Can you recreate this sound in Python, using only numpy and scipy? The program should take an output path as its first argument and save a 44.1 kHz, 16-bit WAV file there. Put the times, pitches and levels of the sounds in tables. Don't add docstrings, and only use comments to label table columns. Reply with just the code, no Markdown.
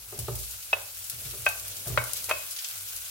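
import sys
import numpy as np
from scipy import signal
from scipy.fft import rfft, irfft, next_fast_len
from scipy.io import wavfile
from scipy.ndimage import uniform_filter1d, map_coordinates

SR = 44100
rng = np.random.default_rng(int(sys.argv[2]) if len(sys.argv) > 2 else 0)


def unload_wav(signal):
    wavfile.write(
        sys.argv[1],
        SR,
        np.round(np.clip(np.atleast_2d(signal).T, -1, 1) * 32767).astype(np.int16),
    )


N = 136710

# freq_hz, correlation
EAR_LIKENESS = [(300, 0.3), (1500, 0), (4000, 0), (9000, 0), (15000, 0.18)]
# freq_hz, gain_db
SPIT_SPECTRUM = [(500, -42), (2000, -11), (4000, -0.5), (7000, 1.5), (11000, 7), (15500, 1)]
# freq_hz, gain_db
CRACK_SPECTRUM = [(150, -41), (450, 1), (900, 3.5), (1400, -0.5), (2900, -2), (4000, -11.5), (6000, -17),
                  (8000, -46), (12000, -44)]
KNOCK_ROOM_DB, THUD_ROOM_DB, SPIT_ROOM_DB = -12, -9, -4.5


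def amp(db):
    return 10 ** (np.asarray(db) / 20)


def unit(x):
    return x / np.sqrt(np.mean(x ** 2) + 1e-20)


def along(points, hz):
    f, v = np.transpose(points)
    return np.interp(np.log(hz + 1), np.log(f + 1), v)


def curve(rows):
    return np.interp(np.arange(N) / SR, *np.transpose(rows))


def wobble(knots_per_s):
    knots = rng.standard_normal(int(N * knots_per_s / SR) + 4)
    return map_coordinates(knots, [np.arange(N) * knots_per_s / SR])


def filtered(x, response):
    m = next_fast_len(N + SR // 2)
    return irfft(rfft(x, m) * response(np.fft.rfftfreq(m, 1 / SR)), m)[..., :N]


def stereo(pair, colour, alike):
    def mid_side_response(hz):
        angle = np.arccos(np.clip(along(alike, hz), -1, 1)) / 2
        return amp(along(colour, hz)) * [np.cos(angle), np.sin(angle)]

    mid, side = filtered(pair, mid_side_response)
    return unit(np.array([mid + side, mid - side]))


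def white():
    return rng.standard_normal((2, N))


def pan(db):
    return amp([[db / 2], [-db / 2]])


def since(s):
    return np.maximum(np.arange(N) / SR - s, 0)


def stroke(s, length_s, power):
    return np.sin(np.pi * np.minimum(since(s) / length_s, 1) ** power)


def fade(t, t60_s, attack_s):
    return np.exp(-np.log(1000) * t / t60_s) * (1 - np.exp(-t / attack_s))


def ring(t, hz, t60_s, attack_s):
    return np.sin(2 * np.pi * hz * t) * fade(t, t60_s, attack_s)


def add(out, s, x):
    i = max(round(s * SR), 0)
    out[..., i:i + x.shape[-1]] += x[..., :N - i]


def room(x, wet_db):
    # freq_hz, t60_s
    decay = [(100, 0.36), (600, 0.47), (2500, 0.4), (10000, 0.081)]
    # freq_hz, gain_db
    tail_spectrum = [(600, 0), (1400, -2), (2600, -3), (6000, 0.5)]
    hz, t, z = signal.stft(rng.standard_normal((2, SR * 2 // 3)), SR, nperseg=256)
    z = z * amp(along(tail_spectrum, hz))[:, None]
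    z = z * fade(t, along(decay, hz)[:, None], 0.0014)
    a, b = signal.istft(z, SR, nperseg=256)[1]
    tail = np.array([a + 0.59 * b, a - 0.93 * b])
    tail = tail / np.linalg.norm(tail[0])
    return x + amp(wet_db) * signal.fftconvolve(x, tail, axes=1)[:, :N]


def nearby(x, count=10):
    echoes_db, latest_s = -14.5, 0.013
    echo = np.zeros((2, SR // 10))
    for ear in echo:
        at = (rng.uniform(0.14, 1, count) * latest_s * SR).astype(int)
        ear[at] = amp(echoes_db) * rng.choice([-1, 1], count) / np.sqrt(count)
    return x + signal.fftconvolve(x * np.ones((2, 1)), echo, axes=1)[:, :N]


def bubbles(per_s, spread_db, life_s, size=128):
    when, strength = rng.random((int(per_s * N / SR), 2)).T
    gain = amp(-spread_db * np.log(strength + 0.012))
    at = ((when * N).astype(int)[:, None] + np.arange(size)).ravel()
    shape = gain[:, None] * np.exp(-np.arange(size) / SR / life_s)

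    def grains():
        return np.bincount(at, (shape * rng.standard_normal(shape.shape)).ravel(), N)[:N]

    return np.array([grains() for ear in range(2)])


def patchy(x, depth_db):
    z = signal.stft(x, nperseg=256)[2]
    field = uniform_filter1d(rng.standard_normal(z.shape[1:]), size=12, axis=0)
    field = uniform_filter1d(field, size=9, axis=1)
    return unit(signal.istft(z * amp(depth_db * unit(field)), nperseg=256)[1][:, :N])


def rumble():
    # time_s, level_db
    level = [(0, -53.5), (.7, -56.5), (.85, -58), (1.7, -53.5), (2.45, -57.5), (2.62, -72), (2.8, -55.5),
             (3.1, -60)]
    # freq_hz, gain_db
    spectrum = [(20, -12), (40, -7.5), (57, 0), (73, -22), (97, 2), (130, -17.5), (200, -27.5), (400, -24),
                (1000, -26), (3000, -51)]
    return amp(curve(level)) * stereo(white(), spectrum, [(60, 1.0)])


def sizzle():
    # time_s, level_db
    strength = [(0.0, -46), (0.18, -43), (0.36, -42), (0.92, -42.5), (1.32, -40), (1.82, -40),
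                (2.17, -38.5), (3.1, -39.5)]
    # freq_hz, gain_db
    spectrum = [(180, -55), (300, -33.5), (554, -16), (723, -13.5), (882, -18), (1470, -7), (1830, -12.5),
                (2550, -5.5), (3380, -6), (11900, -1.5), (15800, -4.5)]
    hiss_db, bubbles_db, pops_db = 0.67, -1.85, -11
    sputter_db, flutter_db, left_right_db = 1.3, 0.68, 1.5
    hiss = amp(hiss_db) * stereo(white(), spectrum, EAR_LIKENESS)
    grains = bubbles(per_s=2600, spread_db=-1, life_s=0.001)
    crackle = amp(bubbles_db) * stereo(grains, spectrum, EAR_LIKENESS)
    pop_grains = bubbles(per_s=120, spread_db=3.4, life_s=0.00076)
    pops = amp(pops_db) * stereo(pop_grains, SPIT_SPECTRUM, EAR_LIKENESS)
    oil = hiss + crackle
    sputtering = oil.std() * patchy(oil, sputter_db)
    level = amp(curve(strength) + flutter_db * wobble(knots_per_s=45.04))
    return level * (sputtering + pops) * pan(left_right_db)


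def tumbles():
    # start_s, length_s, level_db
    falls = [(0.115, 0.33, -54), (1.107, 0.61, -59), (1.603, 0.68, -59.5), (1.857, 0.19, -45),
             (2.017, 0.66, -64.5)]
    # freq_hz, gain_db
    spectrum = [(50, -8), (110, 6), (200, -1.5), (300, 0.5), (400, -0.5), (520, 1.5), (700, 1), (1100, -14),
                (2200, -9.5), (6000, -42)]
    env = sum(amp(db) * stroke(s, length_s, 0.5) for s, length_s, db in falls)
    bumps = stereo(bubbles(per_s=1200, spread_db=1.0, life_s=0.0014), spectrum, [(300, 0.59)])
    return room(env * bumps, THUD_ROOM_DB)


def thuds():
    # start_s, boom_db, pat_db, pat_attack_s
    hits = [(0.125, -49, -36.5, 0.0027), (0.186, -28.5, -39.5, .005), (0.282, -29.5, -28, 0.0016),
            (0.315, -31, -50, .004), (1.135, -41.5, -60, .005), (1.253, -37, -50, 0.0059),
            (1.335, -47, -39, .004), (1.386, -40.5, -58, .005), (1.868, -31, -35, 0.0056),
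            (1.899, -24.5, -36.5, 0.0061), (1.976, -30, -62, .005)]
    # nominal_hz, level_db, t60_s
    boom_modes = [(58.27, -13.5, 1.2), (84.7, -8, 0.57), (119, 0.5, 0.17), (134, -10, 0.17),
                  (178, -11, 0.036), (223.3, -20, 0.27)]
    # freq_hz, level_db, t60_s
    pat_modes = [(384.1, -6.5, 0.14), (425.5, -4, 0.074), (593.4, -9, 0.11), (1215, -9, 0.065)]
    # freq_hz, gain_db
    pat_spectrum = [(100, 0), (270, -18), (420, -3), (600, -1), (900, -7.5), (1250, -6.5), (1800, -20.5),
                    (6000, -26)]
    boom_attack_s, pat_t60_s = 0.0067, 0.05
    tones, t = np.zeros(N), np.arange(SR) / SR
    for s, boom_db, pat_db, attack_s in hits:
        for hz, level_db, t60_s in boom_modes:
            shifted_hz = hz * rng.normal(1, 0.025)
            add(tones, s, amp(boom_db + level_db) * ring(t, shifted_hz, t60_s, boom_attack_s))
        for hz, level_db, t60_s in pat_modes:
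            add(tones, s, amp(pat_db + level_db) * ring(t, hz, t60_s, attack_s))
    pat_env = sum(amp(db) * fade(since(s), pat_t60_s, attack_s) for s, _, db, attack_s in hits)
    pats = pat_env * stereo(white(), pat_spectrum, [(300, 0.55)])
    return room(tones * pan(0.85) + pats, THUD_ROOM_DB)


def spits():
    # start_s, level_db, t60_s
    bursts = [(0.176, -37, 0.046), (0.19, -27.5, 0.055), (0.354, -28, 0.04), (0.386, -37.5, 0.96),
              (0.509, -36, 0.13), (1.042, -35.5, 0.16), (1.098, -23.5, 0.032), (1.458, -30, .03),
              (1.4875, -24.5, 0.044), (1.597, -27, 0.014), (1.679, -32, 0.055), (1.872, -32, 0.18),
              (2.0397, -20.5, 0.015), (2.133, -20, 0.022), (2.167, -29.5, 0.084), (2.242, -26, 0.028),
              (2.292, -25.5, 0.07), (2.508, -30, 0.084), (2.686, -25, .012), (2.778, -32.5, 0.026),
              (2.963, -27.5, 0.03)]
    power = sum((amp(db) * fade(since(s), t60_s, 0.00018)) ** 2 for s, db, t60_s in bursts)
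    grains = bubbles(per_s=12000, spread_db=1.7, life_s=0.00011)
    cloud = stereo(grains, SPIT_SPECTRUM, EAR_LIKENESS)
    return room(np.sqrt(power) * cloud * pan(3.4), SPIT_ROOM_DB)


def scrapes():
    # start_s, length_s, level_db
    strokes = [(0.624, 0.016, -43), (1.246, 0.041, -46), (2.11, 0.026, -41), (2.154, 0.047, -39),
               (2.562, 0.018, -37), (2.586, 0.021, -35.5), (2.643, 0.017, -32)]
    # freq_hz, gain_db
    spectrum = [(400, -22.5), (1500, -13), (2700, 1.5), (5500, 3), (8000, 0.5), (15000, -55)]
    env = sum(amp(db) * stroke(s, length_s, 0.4) for s, length_s, db in strokes)
    grit = stereo(bubbles(per_s=4000, spread_db=0.96, life_s=0.00064), spectrum, EAR_LIKENESS)
    return room(env * grit * pan(0.8), SPIT_ROOM_DB)


def knocks():
    # start_s, clack_db, crack_db, free_ring_db, left_right_db, then level_db of each plate mode, low to high
    blows = [(0.7296, -24.5, -19.5, -8.5, -0.5, -26, -50, -56, -20, 0),
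             (1.4642, -17, -17.5, -2, 2.5, -23.5, -8.5, -31, -4, -4),
             (1.9753, -13, -17.5, -0.5, 0, -22, -15, -23, -22, -26),
             (2.3111, -18, -19.5, 3, 0, -15, -40, -32, -9.5, -13)]
    # freq_hz, touched_t60_s, free_t60_s, free_ring_db
    plate_modes = [(617, 0.043, 0.21, -23.5), (1549, 0.045, 0.28, -20), (2223, 0.092, 0.18, -11),
                   (2532, 0.038, 0.14, -22), (2586, 0.036, 0.33, -26)]
    # freq_hz, level_db, t60_s
    clack_modes = [(422, -15, 0.031), (612, -4.5, 0.03), (735, -15.5, 0.016), (954, -14, 0.014),
                   (1097, -8, 0.024), (1176, -3.5, 0.02), (1370, -1, 0.014), (1818, -12.5, 0.043),
                   (1990, -25, 0.025), (2740, -19, 0.052), (3780, -25, 0.11), (4010, -37, 0.045)]
    clack_attack_s, plate_attack_s, crack_t60_s = 0.00023, 0.006, 0.046
    ear_spread_db = 2
    left_lead_s = 7e-5
    low_cut_hz = 490
    out, t = np.zeros((2, N)), np.arange(SR // 2) / SR
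    crack = stereo(white(), CRACK_SPECTRUM, [(500, 0.39), (1200, 0.017), (5000, 0.027)])
    for s, clack_db, crack_db, ring_db, left_right_db, *mode_dbs in blows:
        wood, china = np.zeros((2, 2, N))
        for hz, level_db, t60_s in clack_modes:
            ears = amp(ear_spread_db * rng.standard_normal((2, 1)))
            add(wood, s, -amp(clack_db + level_db) * ears * ring(t, hz, t60_s, clack_attack_s))
        for level_db, (hz, touched_t60_s, free_t60_s, free_db) in zip(mode_dbs, plate_modes):
            rattle = np.array([wobble(knots_per_s=90)[:len(t)] for ear in range(2)])
            ping = ring(t, hz, touched_t60_s, plate_attack_s)
            tail = amp(free_db + ring_db) * rattle * ring(t, hz, free_t60_s, plate_attack_s)
            add(china, s, -amp(level_db) * (ping + tail))
        clack = nearby(wood) + amp(crack_db) * fade(since(s), crack_t60_s, 0.00016) * crack
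        blow = room(clack, KNOCK_ROOM_DB) + room(china, KNOCK_ROOM_DB + ring_db)
        out += blow * pan(left_right_db)
    thin = signal.butter(2, low_cut_hz, "high", fs=SR, output="sos")
    return filtered(signal.sosfilt(thin, out),
                    lambda hz: np.exp(1j * np.pi * left_lead_s * np.array([hz, -hz])))


def skid():
    # start_s, length_s, level_db
    s, length_s, db = (2.287, .026, -33)
    env = amp(db) * np.sqrt(np.abs(stroke(s, length_s, 1)))
    grains = bubbles(per_s=2800, spread_db=1, life_s=0.0007)
    return env * stereo(grains, CRACK_SPECTRUM, [(500, 0.92)])


def scene():
    return rumble() + sizzle() + tumbles() + thuds() + spits() + scrapes() + knocks() + skid()


def record(dry):
    top_hz, low_cut_hz = 16050, 35.6
    return filtered(dry, lambda hz: (hz < top_hz) * hz ** 4 / (hz ** 4 + low_cut_hz ** 4))


dry = scene()
out = record(dry)
unload_wav(out)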